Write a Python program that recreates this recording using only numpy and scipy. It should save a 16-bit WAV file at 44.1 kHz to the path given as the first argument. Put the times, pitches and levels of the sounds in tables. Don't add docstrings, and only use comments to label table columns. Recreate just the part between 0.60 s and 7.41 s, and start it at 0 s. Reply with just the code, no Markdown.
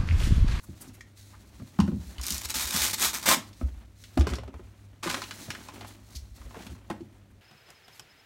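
import sys
import numpy as np
from scipy import signal
from scipy.fft import rfft, irfft, next_fast_len
from scipy.io import wavfile
from scipy.ndimage import uniform_filter1d

SR = 44100
rng = np.random.default_rng(int(sys.argv[2]) if len(sys.argv) > 2 else 0)


def wav_out(sig):
    wavfile.write(sys.argv[1], SR, np.round(np.clip(np.atleast_2d(sig).T, -1, 1) * 32767).astype(np.int16))


N = 300321


def undb(db):
    return 10 ** (np.asarray(db) / 20)


def level(x, db):
    return x * undb(db) / np.sqrt(np.mean(x ** 2))


def fade(t, t60):
    return np.exp(-np.log(1000) * t / t60)


def colour(x, spectrum):
    hz, db = np.transpose(spectrum)
    size = next_fast_len(len(x))
    f = np.maximum(np.arange(size // 2 + 1) * SR / size, 1)
    gain = undb(np.interp(np.log(f), np.log(hz), db))
    return level(irfft(rfft(x, size) * gain, size)[:len(x)], 0)


def curve(table, column):
    rows = np.array(table)
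    return undb(np.interp(np.arange(N) / SR, rows[:, 0], rows[:, column]))


def walk(rate):
    hold = int(SR / rate)
    steps = np.repeat(rng.standard_normal(N // hold + 1), hold)
    return uniform_filter1d(steps, hold // 2 + 1)[:N]


def grains(rate, spread_db, smear_s):
    when, size = rng.random((2, N))
    power = (when < rate / SR) * undb(-2 * spread_db * np.log(size + 0.0055))
    keep = fade(2 / SR, smear_s)
    return np.sqrt(signal.lfilter([1], [1, -keep], power)) * rng.standard_normal(N)


def add(out, s, sound, db):
    i = int(s * SR)
    out[i:i + len(sound)] += (sound * undb(db) / np.abs(sound).max())[:N - i]


def band(x, hz, width):
    return signal.lfilter(*signal.iirpeak(hz, hz / width, SR), x)


def double_band(x, hz, width):
    return band(band(x, hz, width), hz, width)


def treble(noise):
    return double_band(noise, 10000, 9300)


# frequency in Hz, relative density in dB per Hz.
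AIR_SPECTRUM = [(76, -19.5), (130, -6.5), (156, -11), (228, -8.5), (472, -21.5), (554, -18.5), (863, -27.5),
                (2320, -30.5), (4980, -38), (11400, -44.5), (16000, -45.5)]
# frequency in Hz, rms level in dB that the flicker moves around.
HUM_TONES = [(100, -55.5), (200, -71)]
AIR_DB = -62.5
RUMBLE_HZ, RUMBLE_WIDTH_HZ, RUMBLE_DB = 59, 30, -57.5


def air():
    t = np.arange(N) / SR
    tone = undb(AIR_DB + 0.8 * walk(1.93)) * colour(rng.standard_normal(N), AIR_SPECTRUM)
    hum = np.zeros(N)
    for hz, db in HUM_TONES:
        flicker = undb(db + 3.5 * walk(15))
        wander = 1.3 * walk(5.3)
        hum += flicker * np.sqrt(2) * np.sin(2 * np.pi * hz * t + wander)
    rumble = double_band(rng.standard_normal(N), RUMBLE_HZ, RUMBLE_WIDTH_HZ)
    return tone + hum + level(rumble, RUMBLE_DB)


# frequency in Hz, t60 in seconds.
ROOM_DECAY = [(250, 0.42), (1000, 0.18), (4000, 0.25), (12000, 0.15)]
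ROOM_DB = -9


def room(dry):
    t = np.arange(SR) / SR
    hz, t60 = np.transpose(ROOM_DECAY)
    tail = np.zeros(SR)
    for f in 180 * 2. ** np.arange(7):
        octave = level(band(rng.standard_normal(SR), f, f), 0)
        octave_t60 = np.interp(np.log(f), np.log(hz), t60)
        tail += np.sqrt(f) * octave * fade(t, octave_t60)
    tail = tail * (t > 0.004)
    tail = tail * undb(ROOM_DB) / np.sqrt(np.sum(tail ** 2))
    return signal.fftconvolve(dry, tail)[:N]


# time in seconds, swish level in dB, rubbing level in dB.
RUSTLE_LEVELS = [(0.0, -62, -68.5), (0.25, -61, -57.5), (0.55, -70, -68.5), (0.575, -53.5, -85),
                 (0.66, -55.5, -67), (0.75, -62.5, -61.5), (1.38, -60.5, -62), (1.49, -50, -57.5),
                 (1.62, -59.5, -54), (2.85, -59.5, -59), (3.19, -65, -61), (3.34, -72, -71),
                 (3.43, -57, -71.5), (3.56, -61, -56.5), (3.73, -75, -39), (3.81, -73, -56),
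                 (4.0, -69.5, -60), (4.43, -70.5, -66.5), (4.56, -48, -43.5), (4.7, -51, -52),
                 (4.86, -48, -53.5), (4.99, -53.5, -48.5), (5.11, -53.5, -54), (5.17, -54.5, -48),
                 (5.31, -54.5, -52.5), (5.42, -63.5, -60.5), (5.61, -57.5, -64), (5.74, -68, -68),
                 (5.76, -59, -61), (5.95, -58.5, -55), (6.0, -56.5, -44), (6.12, -58.5, -53),
                 (6.23, -69, -61.5), (6.57, -72, -63), (6.81, -78, -82.5)]
# frequency in Hz, relative density in dB per Hz.
CLOTH_SPECTRUM = [(1180, -9), (2000, -1.5), (2440, -3.5), (2960, -6.5), (4120, 3), (4900, -2), (6090, 0.5),
                  (15100, -9.5), (16000, -4.5)]
# frequency in Hz, relative density in dB per Hz.
RUB_SPECTRUM = [(88, -27), (150, -5), (257, 2), (398, -5), (442, -14), (583, -8.5), (866, -10), (2910, -17),
                (3500, -19.5), (4550, -52), (7700, -120)]
SWISH_FLICKER_DB, RUB_FLICKER_DB = 2.2, 2.0


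def rustle():
    swish = undb(SWISH_FLICKER_DB * walk(30)) * grains(3000, 0.5, 0.016)
    rub = undb(RUB_FLICKER_DB * walk(30)) * grains(500, 1.95, 0.043)
    swish = curve(RUSTLE_LEVELS, column=1) * colour(swish, CLOTH_SPECTRUM)
    rub = curve(RUSTLE_LEVELS, column=2) * colour(rub, RUB_SPECTRUM)
    return swish + rub


# start in seconds, peak in dB, centre in Hz, treble in dB against that peak.
BRUSH_STROKES = [(0.022, -49, 1130, 4.5), (0.2, -49, 5560, 13.5), (0.263, -47.5, 5600, -5),
                 (0.328, -54.5, 2130, 6), (0.725, -46, 1130, -25), (5.262, -45, 3860, 1),
                 (5.543, -34, 4870, -7.5), (5.748, -51, 4570, -2), (6.052, -47, 1070, 0),
                 (6.691, -59.5, 1485, -4)]
BRUSH_S = 0.04


def brushes():
    out = np.zeros(N)
    length = int(BRUSH_S * SR)
    for s, db, hz, treble_db in BRUSH_STROKES:
        body, top = rng.standard_normal((2, length)) * np.hanning(length)
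        add(out, s, double_band(body, hz, 0.68 * hz), db)
        add(out, s, treble(top), db + treble_db)
    return out


# start in seconds, crackle level in dB, body level in dB, settling t60 in seconds.
GRIPS = [(3.668, -38, -52, 0.19), (3.735, -39, -55, 0.053), (4.426, -36, -34.5, 0.42),
         (4.46, -49, -33, 0.18), (4.492, -34.5, -43, 0.28)]
# frequency in Hz, relative density in dB per Hz.
PAPER_SPECTRUM = [(880, -36.5), (1500, -20), (2300, 2.5), (3410, -9), (4120, 1.5), (8400, -2.5),
                  (16000, -16)]
# frequency in Hz, relative density in dB per Hz.
PLATE_SPECTRUM = [(88, -30), (150, -5), (188, -1.5), (335, -5), (469, -10.5), (1100, 1), (1540, -4.5),
                  (1710, -4.5), (3000, -13.5), (3900, -12), (6600, -120)]
CRINKLE_RISE_S = 0.0071


def crinkle():
    t = np.arange(N) / SR
    pops = undb(3.1 * walk(60)) * grains(700, 2.0, 0.021)
    crackle, body = colour(pops, PAPER_SPECTRUM), colour(pops, PLATE_SPECTRUM)
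    out = np.zeros(N)
    for s, crackle_db, body_db, t60 in GRIPS:
        grip = np.clip((t - s) / CRINKLE_RISE_S, 0, 1) * fade(np.abs(t - s), t60)
        out += grip * (undb(crackle_db) * crackle + undb(body_db) * body)
    return out


SNAP_S, SNAP_DB, SNAP_HZ, SNAP_WIDTH_HZ, SNAP_T60_S = 0.408, -36, 1840, 170, 0.033


def snap():
    out, t = np.zeros(N), np.arange(SR // 5) / SR
    burst = rng.standard_normal(len(t)) * fade(t, SNAP_T60_S)
    add(out, SNAP_S, band(burst, SNAP_HZ, SNAP_WIDTH_HZ), SNAP_DB)
    return out


STRIKE_SHARE, TAIL_DB = 0.22, -3.5


def clack(ring_hz, crack_db, edge_db, t60):
    t = np.arange(SR // 5) / SR
    noise = rng.standard_normal((3, len(t))) * (1 - np.exp(-t / 0.00059))
    blow = fade(t, STRIKE_SHARE * t60) + undb(TAIL_DB) * fade(t, t60)
    ring = band(noise[0] * blow, ring_hz, 0.31 * ring_hz)
    crack = double_band(noise[1], max(ring_hz, 2700), 4500) * blow
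    edge = treble(noise[2]) * fade(t, 0.081 * t60)
    parts = zip((ring, crack, edge), (0, crack_db, edge_db))
    return sum(undb(db) * part / np.abs(part).max() for part, db in parts)


# start in seconds, peak in dB, ring in Hz, crack in dB against the ring.
CLACKS = [(0.408, -41.5, 5160, 6), (0.998, -46, 1100, -8), (1.188, -25.5, 756, -23), (1.201, -19, 1000, -6),
          (1.276, -37.5, 1070, -22), (1.316, -42, 799, -20), (1.582, -31, 3000, -9), (1.595, -35, 1080, -3),
          (2.93, -46, 4200, -5), (3.012, -38, 670, -21), (3.438, -36.5, 3240, 8), (3.574, -16.5, 700, -18),
          (3.595, -33.5, 5940, -9), (3.609, -25.5, 760, 5), (3.669, -21.5, 1170, -4),
          (3.69, -29.5, 1300, 1), (3.735, -26, 1470, 2), (3.754, -32, 4830, -8), (3.785, -37.5, 2480, -13),
          (3.834, -37.5, 754, -18), (3.877, -42.5, 800, -5), (3.94, -38, 754, -17), (3.998, -44, 700, -19),
          (4.432, -28, 1090, 6), (4.498, -19.5, 1260, 1.5), (4.543, -18, 1310, 0), (4.618, -23, 1000, 1.5),
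          (4.638, -29.5, 2750, 2), (4.709, -25.5, 1540, 0.5), (4.903, -20.5, 1560, 6),
          (4.949, -29.5, 1440, -5), (5.085, -32.5, 1010, -3), (5.209, -34, 715, 1.5),
          (5.246, -35.5, 920, -11), (5.815, -44.5, 1030, -15), (5.907, -41.5, 1050, -13),
          (5.944, -36, 796, -26), (5.954, -40, 1280, -17), (5.967, -39, 700, -25), (5.996, -43, 872, -17),
          (6.01, -48, 5000, -3), (6.022, -37, 1580, 1.5), (6.066, -38, 2000, 8), (6.15, -46, 1150, -11),
          (6.3, -26, 800, -14.5), (6.31, -33, 1700, -16), (6.407, -49, 794, 4)]
# start in seconds, peak in dB.
HOOK_POPS = [(1.613, -26.5), (1.634, -25.5), (1.655, -27), (1.666, -18.5), (1.682, -22), (1.705, -15),
             (1.722, -19), (1.744, -22), (1.78, -22)]
CLACK_T60_S, EDGE_DB = 0.068, -23
POP_HZ, POP_CRACK_DB, POP_EDGE_DB, POP_T60_S = 5600, 1, 4.5, 0.06


def clacks():
    out = np.zeros(N)
    for s, db, hz, crack_db in CLACKS:
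        add(out, s, clack(hz, crack_db, crack_db + EDGE_DB, CLACK_T60_S), db)
    for s, db in HOOK_POPS:
        add(out, s, clack(POP_HZ, POP_CRACK_DB, POP_EDGE_DB, POP_T60_S), db)
    return out


# start in seconds, peak in dB, sway in Hz.
PUSHES = [(0.081, -39, 79.5), (1.006, -51, 83), (1.203, -22, 82.5), (1.319, -29.5, 76.5),
          (1.387, -33.5, 76), (1.465, -36, 63), (1.58, -29, 63), (1.72, -31.5, 67.5), (1.845, -37.5, 69),
          (1.949, -40, 64), (2.038, -35, 65), (2.142, -38, 81), (2.198, -34.5, 68), (2.375, -46, 59),
          (2.458, -41, 63), (2.682, -40, 65), (3.028, -19, 65.8), (3.108, -34, 66), (3.158, -34.5, 59),
          (3.229, -44.5, 57), (3.585, -11, 71), (3.709, -23.5, 66), (3.8, -39, 65.5), (3.846, -38, 70),
          (3.94, -35.5, 72), (4.028, -42, 65), (4.479, -45, 58.5), (4.878, -45, 82), (5.555, -33, 66.5),
          (5.61, -40, 56.7), (5.703, -40, 56), (5.79, -40, 56), (5.846, -36.5, 56.6), (6.098, -36, 71.6)]
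SWAY_T60_S = 0.15


def bumps():
    out, t = np.zeros(N), np.arange(SR // 2) / SR
    build_and_die = (1 - np.exp(-t / 0.011)) ** 2 * fade(t, SWAY_T60_S)
    for s, db, hz in PUSHES:
        add(out, s, build_and_die * np.sin(2 * np.pi * hz * t), db)
    return out


# start in seconds, low peak in dB, main ring in Hz, hard edge in dB against the low peak.
BENCH_KNOCKS = [(0.089, -34, 139, -27), (0.276, -40, 146, -11), (0.997, -39, 210, -7),
                (1.019, -35.5, 130, -7), (1.191, -9.5, 198, -12.5), (1.234, -21, 185, -26),
                (1.28, -17.5, 198, -11), (1.32, -22.5, 173, -31), (1.348, -28, 199, -29),
                (1.709, -34.5, 208, -20), (1.955, -38.5, 254, -5), (2.145, -31, 194, -7),
                (2.674, -33.5, 361, 4.5), (2.769, -29.5, 226, -23), (3.013, -28, 241, -3),
                (3.572, -16, 288, -16), (3.608, -26, 328, 1), (3.67, -26.5, 425, 8.5),
                (3.722, -30.5, 378, 0), (3.785, -36, 426, 7.5), (3.88, -39, 384, 0), (3.943, -46, 450, 9.5),
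                (3.995, -43.5, 380, 4.5), (4.458, -27.5, 339, -3), (4.479, -34, 166, -21),
                (4.541, -36.5, 257, 5), (4.885, -35.5, 145, -1.5), (5.543, -45.5, 132, -9),
                (5.866, -43, 134, 0), (5.964, -35.5, 448, 0), (5.998, -47, 203, -15),
                (6.059, -43.5, 188, -5), (6.118, -37.5, 135, -17), (6.303, -27, 320, 1),
                (6.406, -34.5, 327, -26), (6.449, -47, 312, -23)]
# nominal frequency in Hz, nominal relative level in dB, t60 in seconds.
BENCH_MODES = [(114.3, -7.5, 0.24), (194, 2.5, 0.1), (260, 0, 0.099), (313, -0.5, 0.052),
               (432, -12.5, 0.054), (563, -6.5, 0.046), (640, -6.5, 0.03), (950, -15, 0.0089),
               (1070, -15.5, 0.016), (1300, -7, 0.012), (1816, -23.5, 0.02)]
RING_CYCLES, KNOCK_T60_S, CHATTER_T60_S = 4.4, 0.049, 0.027


def knocks():
    out, t = np.zeros(N), np.arange(SR // 2) / SR
    for s, db, hz, hard_db in BENCH_KNOCKS:
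        chatter = 0.13 * rng.standard_normal(len(t)) * fade(t, CHATTER_T60_S)
        contact = chatter + (t == 0)
        low = np.sin(2 * np.pi * hz * t) * fade(t, KNOCK_T60_S + RING_CYCLES / hz)
        high = np.zeros(len(t))
        for mode_hz, mode_db, mode_t60 in BENCH_MODES:
            detune, scatter = rng.standard_normal(2)
            tone = np.sin(2 * np.pi * mode_hz * (1 + 0.039 * detune) * t)
            ring = undb(mode_db + 4.0 * scatter) * tone * fade(t, mode_t60)
            if mode_hz < 500:
                low += undb(-9) * ring
            else:
                high += ring
        add(out, s, low * (1 - np.exp(-t / 0.0043)), db)
        add(out, s, signal.fftconvolve(high, contact)[:len(t)], db + hard_db)
    return out


def jerk(t, s, length, first_db, middle_db, last_db):
    u = np.clip(2 * (t - s) / length - 1, -1, 1)
    slope = (last_db - first_db) / 2
    bend = (first_db + last_db) / 2 - middle_db
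    return undb(middle_db + u * slope + u ** 2 * bend) * (np.abs(u) < 1)


# start in seconds, length in seconds, pull in dB at the start, halfway and at the end.
TEAR_JERKS = [(1.625, 0.19, -46, -37, -48), (1.813, 0.046, -41.5, -39, -33),
              (1.884, 0.044, -38.5, -34.5, -47), (1.941, 0.12, -32, -30.5, -32),
              (2.068, 0.049, -31, -34.5, -33.5), (2.121, 0.2, -31.5, -27, -37),
              (2.33, 0.022, -28, -27.5, -33), (2.378, 0.14, -40.5, -24.5, -43.5),
              (2.531, 0.07, -34.5, -33.5, -45.5), (2.605, 0.047, -44, -44.5, -42),
              (2.655, 0.094, -27, -22, -26)]
# frequency in Hz, relative density in dB per Hz.
HOOK_SPECTRUM = [(880, -33), (1500, -9), (2460, -2), (2660, -5.5), (3810, 1.5), (6310, 2.5), (9560, 0),
                 (10500, -5.5), (12000, -1), (16000, -7.5)]
# time in seconds, plate level in dB against the hooks.
PLATE_LOOSENING = [(1.6, -12), (2.5, -9.5), (2.73, -2.5)]
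TEAR_EDGE_S = 0.0049


def tear():
    t = np.arange(N) / SR
    pull = sum(jerk(t, *row) for row in TEAR_JERKS)
    pull = uniform_filter1d(pull, int(TEAR_EDGE_S * SR))
    rate = np.clip(2400 * pull / undb(-29.5), 350, 4000)
    snaps = undb(1.56 * walk(70)) * grains(rate, 2.2, 0.0054) / np.sqrt(rate)
    hooks = colour(snaps, HOOK_SPECTRUM)
    plate = curve(PLATE_LOOSENING, column=1) * colour(snaps, PLATE_SPECTRUM)
    return pull * (hooks + plate)


def scene():
    near = brushes() + crinkle() + snap() + clacks() + knocks() + tear()
    return (air() + room(near) + rustle() + bumps() + near)[None]


LOW_CUT_HZ, TOP_HZ = 24, 15800


def record(dry):
    low_cut = signal.butter(2, LOW_CUT_HZ, "high", fs=SR, output="sos")
    top_cut = signal.ellip(14, 0.2, 110, TOP_HZ, fs=SR, output="sos")
    return signal.sosfilt(top_cut, signal.sosfilt(low_cut, dry))


dry = scene()
out = record(dry)
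wav_out(out)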